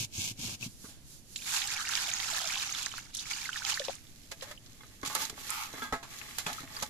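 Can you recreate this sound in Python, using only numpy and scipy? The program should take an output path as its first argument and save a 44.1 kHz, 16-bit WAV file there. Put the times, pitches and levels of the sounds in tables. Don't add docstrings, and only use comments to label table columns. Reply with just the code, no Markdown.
import sys
import numpy as np
from scipy import signal
from scipy.fft import rfft, irfft, next_fast_len
from scipy.io import wavfile
from scipy.ndimage import uniform_filter1d

SR = 44100
rng = np.random.default_rng(int(sys.argv[2]) if len(sys.argv) > 2 else 0)


def log_audio(samples):
    frames = np.atleast_2d(samples).T
    limited = np.clip(frames, -1, 1)
    pcm = np.round(limited * 32767).astype(np.int16)
    wavfile.write(sys.argv[1], SR, pcm)


N = 303849
TIME = np.arange(N) / SR


def amp(db):
    return 10 ** (np.asarray(db) / 20)


def rms_one(x):
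    return x / np.sqrt(np.mean(x ** 2) + 1e-20)


def crest_one(x, size=400):
    return x / np.sqrt(uniform_filter1d(np.mean(x ** 2, axis=0), size).max() + 1e-20)


def at_hz(points, hz):
    pitch_hz, level_db = np.transpose(points)
    return np.interp(np.log(hz + 1), np.log(pitch_hz), level_db)


def colour(x, spectrum, size=2048):
    cepstrum = irfft(np.log(amp(at_hz(spectrum, np.fft.rfftfreq(size, 1 / SR)))))
    cepstrum[1:size // 2] *= 2
    cepstrum[size // 2 + 1:] = 0
    response = irfft(np.exp(rfft(cepstrum)))
    return rms_one(signal.oaconvolve(x, response[None], axes=1)[:, :x.shape[1]])


def keep_band(x, hz, kind, order=4):
    return signal.sosfilt(signal.butter(order, hz, kind, fs=SR, output="sos"), x)


def pan(left_db):
    sides = amp(np.outer([1, -1], left_db) / 2)
    return sides / np.sqrt(np.mean(sides ** 2, axis=0))


def add(out, start_s, sound):
    start = max(round(start_s * SR), 0)
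    out[:, start:start + sound.shape[1]] += sound[:, :max(N - start, 0)]


def held(start_s, length_s, rise_s, fade_s):
    outside = np.maximum(start_s - TIME, 0) / rise_s + np.maximum(TIME - start_s - length_s, 0) / fade_s
    return amp(-60 * np.minimum(outside, 3))


def drift(rate_hz, size=40):
    pole = np.exp(-2 * np.pi * size * rate_hz / SR)
    slow = signal.lfilter([1], [1, -2 * pole, pole * pole], rng.standard_normal(N // size + 500))[498:]
    return np.interp(np.arange(N) / size, np.arange(len(slow)), rms_one(slow))


def crackle(per_s, clump_db):
    clicks = rng.random(N) < per_s / SR
    return rms_one(clicks * amp(clump_db * drift(19.6)) * rng.standard_normal((2, N)))


def short_echo(x, fade_s):
    t = TIME[:SR // 20]
    scatter = rng.standard_normal((2, len(t))) * amp(-60 * t / fade_s) * (t > .0005)
    return signal.oaconvolve(x, rms_one(scatter) / np.sqrt(len(t)), axes=1)[:, :N]


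# pitch_hz, level_db
MURMUR_TONE = [(20, 4.5), (45, -2), (75, -2), (115, 0), (170, -5), (230, -5.5), (300, -8), (400, -15.5),
               (700, -21), (1200, -29.5), (3000, -26.5), (14000, -43)]
HISS_TONE = [(500, -29), (1200, -10), (2500, -9.5), (4500, -1.5), (7200, 1), (8600, -4.5), (10500, -1),
             (14000, -10)]
# peak_s, level_db
HISS_SWELLS = [(.69, -59), (.86, -53.5), (1.13, -55.5), (1.35, -55)]


def open_air(swell_s=0.071):
    murmur, hiss = rng.standard_normal((2, 2, N))
    swells = sum(amp(db) * np.exp(-((TIME - peak_s) / swell_s) ** 2) for peak_s, db in HISS_SWELLS)
    return amp(-57) * colour(murmur, MURMUR_TONE) + np.hypot(amp(-67), swells) * colour(hiss, HISS_TONE)


# pitch_hz, level_db
STONE_TONE = [(30, -9), (60, -18), (105, 3), (160, -4), (250, -3), (340, -14), (450, -21), (900, -21),
              (1800, -27), (4000, -44)]
# pitch_hz, level_db
CRUNCH_TONE = [(300, -26.5), (800, -13.5), (1400, -27), (1650, -13), (1950, -45), (2150, -6), (2550, -1.5),
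               (3050, -3.5), (5000, -2.5), (6900, -0.5), (8300, -8), (11000, -12), (14000, -12.5)]
# start_s, length_s, grit_db, rasp_db, rumble_db
STONE_STROKES = [(-.08, 0.13, -36, -40, -47), (0.148, 0.17, -38.5, -38, -49.5),
                 (0.393, 0.16, -41.5, -57, -45), (0.613, 0.061, -44, -52.5, -47.5)]
# start_s, level_db
STONE_BUMPS = [(0.0, -42.5), (0.038, -52), (0.179, -40), (0.306, -47.5), (.387, -47.5), (0.484, -44),
               (.658, -42)]


def grinding(bump_fade_s=0.078):
    grit, rasp, rumble = 0, 0, 0
    for start_s, length_s, grit_db, rasp_db, rumble_db in STONE_STROKES:
        off_centre = np.clip(2 * (TIME - start_s) / length_s - 1, -1, 1)
        press = held(start_s, length_s, rise_s=0.12, fade_s=0.056)
        press *= amp(-6 * off_centre ** 2)
        grit += amp(grit_db) * press
        rasp += amp(rasp_db) * press ** 2
        rumble += amp(rumble_db) * press ** (1 / 1.04)
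    rolling = colour(crackle(per_s=1200, clump_db=0), STONE_TONE)
    grains = colour(crackle(per_s=26000, clump_db=0.5), CRUNCH_TONE)
    coarse = colour(short_echo(crackle(per_s=320, clump_db=3), fade_s=0.011), CRUNCH_TONE)
    bare_stone = rms_one(keep_band(crackle(per_s=2000, clump_db=8), [5950, 7200], "band", order=2))
    out = rumble * rolling + grit * (grains + amp(-5.5) * coarse) + rasp * bare_stone
    t = TIME[:SR // 6]
    for start_s, db in STONE_BUMPS:
        force = rng.standard_normal((1, len(t))) * amp(-60 * t / bump_fade_s)
        add(out, start_s, amp(db) * crest_one(keep_band(colour(force, STONE_TONE), 355, "low")))
    return out


# pitch_hz, level_db, fade_s (before damping shortens it)
PLATE_TONES = [(60, -12, 0.052), (139, -2, 0.025), (164, -5.5, 0.073), (243, -10.5, 0.21),
               (268.6, -6, 0.17), (422, -10.5, 0.13), (527, -16, 0.19), (666, -15, 0.39),
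               (720, -7.5, 0.086), (840, -9.5, 0.27), (856, 2, 0.072), (1004, -8, 0.077), (1135, 13, 0.023),
               (1090, 8, 0.013), (1090, -3.5, 0.063), (1252, 7, 0.057), (1253, 3, 0.06), (1392, 2.5, 0.039),
               (1516, 6.5, 0.018), (1650, -2.5, 0.11), (1700, 10, 0.014), (1745, -3, 0.14),
               (2108, 0.5, 0.11), (1980, 7, 0.028), (2253, -4.5, 0.12), (2550, -6, 0.1), (3400, 3.5, 0.049),
               (4000, -7, 0.13)]


def plate_ring(detune, uneven_db, damping):
    hz, level_db, fade_s = np.transpose(PLATE_TONES)[:, :, None]
    t = TIME[:SR // 4]
    bend, strength, start_turns, mismatch = rng.standard_normal((4, len(PLATE_TONES), 1))
    decay = amp(level_db + uneven_db * strength - 60 * damping * t / fade_s)
    phase = 2 * np.pi * (hz * (1 + detune * bend) * t + start_turns)
    skew = mismatch * hz / 800
    return np.array([np.sum(decay * np.sin(phase + lag), axis=0) for lag in (0, skew)])


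# start_s, pitch_hz, level_db, fade_s, pitch_fall_hz_per_s
PLATE_NOTES = [(4.316, 548, -52, 0.099, 0), (4.468, 587, -57.5, .2, 0), (4.509, 604, -47, 0.08, 0),
               (5.031, 1090, -39, 0.068, 0), (5.104, 1090, -47, 0.13, 0), (5.151, 1300, -32, 0.064, 0),
               (5.16, 1150, -38, .05, 0), (5.22, 896, -42, 0.15, 4), (5.799, 1300, -45.5, 0.3, 2),
               (5.818, 1638, -39.5, 0.3, 398), (5.821, 1330, -31.5, 0.055, 0), (5.82, 244, -44.5, 0.16, 0),
               (5.924, 1302, -30, 0.13, 154), (5.924, 422, -35.5, 0.082, 0), (5.924, 259, -34.5, 0.1, 0),
               (5.924, 1646, -44.5, 0.28, 0), (5.935, 810, -57, 0.27, 0), (5.924, 1745, -38, 0.1, 0),
               (5.935, 680, -48, 0.33, -3), (6.464, 849, -43.5, 0.17, -2), (6.464, 1247, -47, .14, 0),
               (6.5, 730, -30.5, 0.023, 0), (6.82, 1210, -36, 0.033, 0), (6.824, 847, -40, 0.12, 0),
               (6.824, 934, -37, 0.061, 0), (6.824, 546, -36, 0.018, 0)]


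def plate_singing(rise_s=0.0034):
    out, t = np.zeros((2, N)), TIME[:SR // 3]
    for start_s, hz, db, fade_s, fall in PLATE_NOTES:
        level = amp(db - 60 * t / fade_s) * (1 - np.exp(-t / rise_s))
        phase = 2 * np.pi * (hz - fall * t / 2) * t
        add(out, start_s, level * np.sqrt(2) * np.sin(phase + np.array([[0], [hz / 900]])))
    return out


# pitch_hz, level_db
SLAP_TONE = [(400, -33), (1200, -4), (2500, 4.5), (4000, 8), (5500, 4.5), (7400, 8), (8600, -5.5),
             (10500, 1.5), (14000, -7.5)]
# start_s, thud_db, ring_db, slap_db, clatter_fade_s, rise_s
MEAT_KNOCKS = [(.838, -48, -59, -73, 0.043, 0.0037), (.85, -85, -56.5, -62, 0.1, 0.0021),
               (0.884, -59, -64, -57.5, 0.51, 0.0029), (4.307, -65, -45, -43, 0.07, 0.01),
               (4.419, -71, -46.5, -44.5, 0.11, 0.0042), (4.504, -66, -48.5, -50, 0.074, 0.008),
               (4.804, -61, -53.5, -72, .029, 0.0036), (4.83, -71, -56, -72, 0.043, 0.0042),
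               (5.029, -42.5, -41, -50, 0.08, 0.002), (5.048, -62, -46, -41.5, 0.082, 0.0019),
               (5.057, -57, -47, -38.5, 0.094, .003), (5.069, -51, -52, -38, 0.063, 0.0043),
               (5.097, -56, -44.5, -48, 0.33, 0.0022), (5.1478, -69, -38, -34.5, .06, 0.0025),
               (5.159, -52, -40.5, -39, 0.049, 0.0033), (5.208, -60, -51, -38.5, 0.094, 0.0083),
               (5.294, -54, -50, -40.5, 0.035, 0.0037), (5.324, -51, -77, -71, 0.035, 0.0028),
               (5.374, -55, -50, -65, 0.041, 0.0038), (5.735, -46.5, -52, -60, 0.04, .002),
               (5.817, -51, -44, -50.5, 0.34, 0.003), (5.9224, -37.5, -39, -44.5, 0.21, 0.0019),
               (5.93, -52, -40, -54, 0.1, 0.0025), (6.026, -60, -48.5, -51, 0.19, 0.003),
               (6.3812, -66, -43, -36, 0.13, 0.0021), (6.4612, -44.5, -38, -40, 0.25, 0.0026),
               (6.498, -54, -46.5, -52, 0.052, 0.0034), (6.526, -66, -64, -42, 0.049, 0.004),
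               (6.602, -53, -57, -47.5, 0.028, 0.0023), (6.627, -50.5, -51, -58, 0.081, 0.0031),
               (6.817, -45.5, -40, -34.5, 0.06, .009)]


def knocking(heap_parted_s=5, thud_fade_s=0.16):
    out, t = np.zeros((2, N)), TIME[:SR // 3]
    for start_s, thud_db, ring_db, slap_db, fade_s, rise_s in MEAT_KNOCKS:
        tap = np.arange(len(t)) == round(rise_s * SR)
        contact = (1 - np.exp(-(t / rise_s) ** 4)) * amp(-60 * t / fade_s)
        force, squirt = contact * rng.standard_normal((2, 2, len(t)))
        blow = rms_one(force[:1]) / np.sqrt(len(t)) + amp(-6.5) * tap
        damping = 1.77 if start_s < heap_parted_s else 1
        plate = plate_ring(detune=0.0085, uneven_db=5.5, damping=damping)
        body = signal.fftconvolve(blow, plate, axes=1)[:, :len(t)]
        thud = crest_one(keep_band(body, 586, "low") * amp(-60 * t / thud_fade_s))
        clatter = crest_one(keep_band(force, [550, 2400], "band", order=2))
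        wetness_db = min(slap_db - ring_db, 0)
        ring = crest_one(crest_one(keep_band(body, 480, "high")) + amp(wetness_db) * clatter)
        slap = crest_one(colour(squirt, SLAP_TONE))
        add(out, start_s, amp(thud_db) * thud + amp(ring_db) * ring + amp(slap_db) * slap * pan(1))
    return out


# pitch_hz, level_db
RUB_TONE = [(450, -54), (850, 9), (1000, 1), (1280, 10.5), (1700, -7), (2250, 4.5), (3000, -5),
            (5000, -7.5), (7500, -17), (12000, -12.5)]


def dragging(slips_per_s=105):
    turns = np.cumsum(slips_per_s * (1 + 0.1 * drift(18))) / SR
    judder = amp(2.1 * np.cos(2 * np.pi * turns))
    pull = amp(-42) * held(start_s=5.495, length_s=0.15, rise_s=0.022, fade_s=0.24)
    return pull * colour(judder * rng.standard_normal((2, N)), RUB_TONE)


# pitch_hz, level_db
SQUELCH_TONE = [(300, -8), (700, -45), (1300, 1), (2400, 4.5), (4000, 4.5), (5500, 4), (7300, 5.5),
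                (8600, -1.5), (10500, 1), (14000, -1)]
# start_s, length_s, slide_db, squelch_db, left_db
HAND_SHOVES = [(3.985, 0.54, -77, -62, 0.5), (4.47, 0.035, -56, -57, 12), (4.652, 0.31, -70.5, -63, 2),
               (5.092, 0.088, -55.5, -48.5, -2), (5.211, 0.032, -47, -39, 0),
               (5.402, 0.11, -54.5, -49.5, -0.5), (5.522, 0.12, -78, -46, 4), (5.738, 0.12, -50.5, -50, 3),
               (6.114, 0.5, -55.5, -50, 4), (6.729, 0.12, -52, -48.5, 2)]


def shoving(cloud):
    slide, squelch = 0, 0
    for start_s, length_s, slide_db, squelch_db, left_db in HAND_SHOVES:
        push = held(start_s, length_s, rise_s=0.26, fade_s=0.23)
        slide += amp(slide_db) * push
        squelch += amp(squelch_db) * push * pan(left_db)
    pressed_plate = plate_ring(detune=.003, uneven_db=1, damping=2.2)
    slips = crackle(per_s=1500, clump_db=2)
    metal = rms_one(signal.oaconvolve(slips, pressed_plate, axes=1)[:, :N])
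    froth = colour(crackle(per_s=7500, clump_db=1) + amp(-12.5) * cloud, SQUELCH_TONE)
    pops = colour(short_echo(crackle(per_s=55, clump_db=3), fade_s=0.015), SLAP_TONE)
    return slide * metal + squelch * (froth + amp(-10) * pops)


TOP_HZ = 14300
# start_s, peak_db, pitch_hz, fade_s, left_db
WET_SNAPS = [(1.359, -27.5, 3580, 0.04, -10), (1.617, -22, 3180, 0.048, -7), (1.673, -22, 6240, 0.027, -7),
             (1.889, -23, 6400, 0.014, -6), (1.952, -17, 4270, 0.02, -15), (2.018, -31, 10200, .015, -15),
             (2.099, -24, 6500, .025, -6), (2.2, -21, 3400, 0.018, -9), (2.224, -29, 6640, 0.014, -8),
             (2.473, -21.5, 4800, 0.013, -12), (2.555, -24.5, 2800, 0.032, -7),
             (2.827, -24.5, 6700, .02, -7), (2.8602, -17, 5350, 0.019, -8), (2.98, -34, 8000, .03, 2),
             (3.148, -23.5, 7600, 0.023, -4), (3.148, -46, 1800, .03, -3), (3.168, -27, 6000, 0.051, -3),
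             (3.193, -26.5, 5300, 0.13, -4), (3.3, -27, 4500, 0.024, -9), (3.453, -41, 11500, .015, 0),
             (3.649, -18, 3900, 0.013, -20), (3.795, -21, 3830, .025, -4), (3.849, -27, 4600, 0.032, -6),
             (3.882, -28, 3000, 0.028, -1), (3.952, -31.5, 6700, 0.026, -6), (4.409, -34, 3400, 0.026, -2),
             (4.66, -44, 4500, 0.058, -2), (5.098, -31, 2600, .012, -7), (5.15, -17, 8400, 0.022, -11),
             (5.503, -18, 8000, 0.02, -10), (6.2133, -31.5, 1970, 0.031, 12), (6.309, -38, 2200, 0.022, -3),
             (6.334, -44, 1700, .025, -2), (6.3843, -17.5, 10400, .014, -4), (6.465, -22, 2430, 0.009, 2),
             (6.591, -36, 1800, .03, 0), (6.675, -40, 1800, .02, 0), (6.769, -32, 1200, .03, 3),
             (6.788, -34, 1340, .03, 6)]


def snapping(spread=1.364, rise_s=0.00054):
    out, t = np.zeros((2, N)), TIME[:SR // 20]
    for start_s, db, hz, fade_s, left_db in WET_SNAPS:
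        shape = amp(-60 * t / fade_s) * (1 - np.exp(-(t / rise_s) ** 2))
        burst = rng.standard_normal((2, len(t))) * shape
        tick = keep_band(burst, [hz / spread, min(hz * spread, TOP_HZ)], "band", order=2)
        add(out, start_s, amp(db) * pan(left_db) * tick / np.abs(tick).max(axis=1, keepdims=True))
    return out


def bubble(hz, cycles, skew, chirp=0.014, swell=0.96):
    turns = np.arange(int(cycles * SR / hz) + 2) * hz / SR
    shape = (1 - np.exp(-(turns / swell) ** 2)) * amp(-60 * turns / cycles)
    phase = 2 * np.pi * turns * (1 + chirp * turns / cycles)
    return shape / shape.max() * np.sin(phase + np.array([[0], [skew]]))


def bubble_cloud(spread_db, cycles, count=9000):
    out = np.zeros((2, N))
    for when, size, strength, life, side, skew in rng.random((count, 6)):
        hz = 550 + 8000 * size ** 1.212
        gain = amp(spread_db * min(-np.log(1 - strength), 3.5)) * hz ** 0.46
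        ring = bubble(hz, cycles * (.5 + life), 2 * np.pi * skew)
        add(out, when * N / SR, gain * pan(16 * (side - .5)) * ring)
    return rms_one(out)


def pool_bubbles(per_s, low_hz, high_hz, cycles, spread_db):
    out = np.zeros((2, N))
    for when, size, strength, side in rng.random((int(per_s * N / SR), 4)):
        hz = low_hz * (high_hz / low_hz) ** size
        ring = bubble(hz, cycles, skew=np.pi * (side - .5), swell=1.5)
        add(out, when * N / SR, amp(spread_db * strength) * ring)
    return rms_one(out)


# start_s, peak_db, pitch_hz, ring_cycles, left_db
LONE_BUBBLES = [(.626, -32, 2600, 52, 9), (1.3597, -25.5, 3850, 15, -5), (1.362, -25, 7160, 87, -8),
                (1.702, -29, 6040, 35, -9), (1.765, -30.5, 2250, 53, -5), (1.893, -30, 1400, 22, -4),
                (1.936, -18.5, 3620, 10, -14), (1.974, -22, 2650, 11, -9), (1.987, -31, 1650, 17, -3),
                (2.083, -41, 710, 13, 0), (2.137, -20, 6600, 52, -8), (2.303, -22, 7160, 49, -6),
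                (2.346, -34, 1650, 21, -1), (2.381, -30.5, 1700, 25, -7), (2.635, -32, 2560, 18, -7),
                (2.725, -23, 6450, 40, -10), (2.738, -35, 2140, 24, -4), (2.749, -25, 3560, 28, -4),
                (2.853, -30, 3800, 26, -4), (2.866, -24, 1720, 5.3, -7), (2.916, -36.5, 3040, 43, -5),
                (2.939, -32, 1240, 7.7, -3), (2.982, -31, 1510, 14, -9), (3.189, -28, 3670, 37, -8),
                (3.333, -28, 4600, 53, -19), (3.442, -35, 3640, 26, -2), (3.455, -30, 2100, 24, -5),
                (3.491, -23.5, 1500, 21, -1), (3.53, -29.5, 3020, 32, -2), (3.559, -28, 1730, 21, -10),
                (3.575, -29, 3670, 28, -10), (3.62, -31, 1500, 23, -3), (3.719, -32, 1200, 16, -10),
                (3.722, -25, 2960, 22, -5), (3.742, -19, 4400, 19, -5), (3.774, -24, 1650, 10, -5),
                (3.778, -31, 1860, 14, -2), (3.799, -30.5, 570, 32, 3.5), (3.803, -40, 515, 40, 5),
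                (3.818, -35.5, 1750, 25, -7), (3.882, -29, 544, 21, 9), (3.882, -30, 885, 9.6, 2),
                (3.895, -26.5, 730, 6.5, 14), (4.069, -46, 3550, 23, -2), (4.423, -40.5, 537, 23, 11),
                (4.576, -41, 2970, 26, -2), (6.582, -36, 1290, 31, 5), (6.766, -28, 4700, 44, -1)]


def plopping(drips_from_s=2.5, drips_per_s=3.7, low_hz=2000, high_hz=6000):
    out, dripping_s = np.zeros((2, N)), N / SR - drips_from_s
    for start_s, db, hz, cycles, left_db in LONE_BUBBLES:
        ring = bubble(hz, cycles, skew=hz / 4000, swell=.5 + 0.053 * cycles)
        add(out, start_s, amp(db) * pan(left_db) * ring)
    for when, size, strength in rng.random((int(drips_per_s * dripping_s), 3)):
        hz = low_hz * (high_hz / low_hz) ** size
        drip = amp(-48 + 2 * strength) * bubble(hz, cycles=14, skew=hz / 4000)
        add(out, drips_from_s + when * dripping_s, drip)
    return out + amp(-4) * short_echo(out, fade_s=.035)


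# start_s, length_s, level_db
PLUNGES = [(2.034, 0.043, -56), (2.335, 0.22, -57)]


def glugging(fade_s=0.24):
    plunge = sum(amp(db) * held(start_s, length_s, fade_s, fade_s) for start_s, length_s, db in PLUNGES)
    return plunge * pool_bubbles(per_s=78, low_hz=626, high_hz=780, cycles=21, spread_db=10)


def babbling():
    shallow = amp(-48) * held(start_s=1.72, length_s=0.246, rise_s=0.24, fade_s=0.24)
    return shallow * pool_bubbles(per_s=380, low_hz=1340, high_hz=1910, cycles=26, spread_db=13)


# pitch_hz, level_db
SPLASH_TONE = [(210, -107), (350, -21.5), (556, -20), (629, -23.5), (818, -6.5), (1000, -9.5), (1540, -3),
               (1970, -3), (2990, 3), (3280, 3.5), (3600, 6), (6880, 7), (8810, -10.5), (10800, -9),
               (14000, -18)]
# time_s, level_db
JUG_POURS = [
    [(1.375, -42.5), (1.43, -41.5), (1.55, -29.5), (1.6, -35), (1.665, -37.5), (1.72, -36), (1.9, -36),
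     (2.63, -35), (2.67, -38), (2.82, -37), (2.9, -46), (2.98, -41), (3.03, -53.5), (3.125, -57.5)],
    [(3.15, -41), (3.2, -46), (3.298, -43), (3.312, -35), (3.39, -42.5), (3.44, -37.5), (3.51, -48),
     (3.57, -38), (3.63, -42.5), (3.69, -30), (3.78, -43), (3.93, -42.5), (3.98, -60.5)],
]


def pouring(cloud, fill_s=0.055, wetting_s=0.21, edge_s=0.02):
    flow, pooled = 0, 0
    for curve in JUG_POURS:
        times, level_db = np.transpose(curve)
        start_s, end_s = times[0], times[-1]
        edges = np.interp(TIME, [start_s - edge_s, start_s, end_s, end_s + edge_s], [0, 1, 1, 0])
        stream = edges * amp(np.interp(TIME, times, level_db))
        pool = 1 - np.exp(-np.maximum(TIME - start_s, 0) / fill_s)
        flow += stream
        pooled += stream * pool
    first_water_s = JUG_POURS[0][0][0]
    dryness = np.exp(-((TIME - first_water_s) / wetting_s) ** 2)
    water = colour((1 - dryness) * cloud + amp(7) * crackle(per_s=8000, clump_db=2.5), SPLASH_TONE)
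    bubbling = glugging() + babbling()
    gurgle = amp(-10) * pooled * rms_one(keep_band(water, 1786, "low"))
    splash = amp(-7) * flow * rms_one(keep_band(water, [2200, 8000], "band"))
    droplets = keep_band(crackle(per_s=6900, clump_db=4.5), 4600, "high")
    fizz = rms_one(keep_band(water, 7960, "high", order=6))
    spray = amp(-11 + 5 * dryness) * flow * rms_one(fizz + amp(-7.5) * droplets)
    fat_drops = pool_bubbles(per_s=190, low_hz=2124, high_hz=7070, cycles=42, spread_db=11)
    return bubbling + gurgle + splash + spray + amp(-11) * flow * fat_drops


# pitch_hz, width_db
STEREO_WIDTH = [(25, 2), (70, -13.5), (280, -8.5), (550, -4.5), (1400, -2), (3000, 1), (15000, -0.5)]
# pitch_hz, left_db
STEREO_LEAN = [(200, -1.5), (700, -0.5), (1300, -1.5), (2400, -1.5), (4400, -6.5), (8000, -6.5),
               (15000, -7.5)]


def stereo_spread(x):
    size = next_fast_len(N, True)
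    hz = np.fft.rfftfreq(size, 1 / SR)
    left, right = rfft(x, size)
    mid = left + right
    side = (left - right) * amp(at_hz(STEREO_WIDTH, hz))
    lean = amp(at_hz(STEREO_LEAN, hz) / 2)
    return irfft(np.array([(mid + side) * lean, (mid - side) / lean]), size)[:, :N] / np.sqrt(2)


def scene():
    cloud = bubble_cloud(spread_db=4, cycles=34)
    hands = shoving(cloud) + dragging() + plate_singing() + knocking()
    mix = pouring(cloud) + hands + grinding() * pan(4.9) + open_air() * pan(1)
    return stereo_spread(mix) + plopping() + snapping()


def record(dry):
    return signal.sosfilt(signal.ellip(10, .3, 80, TOP_HZ, fs=SR, output="sos"), dry)


dry = scene()
out = record(dry)
log_audio(out)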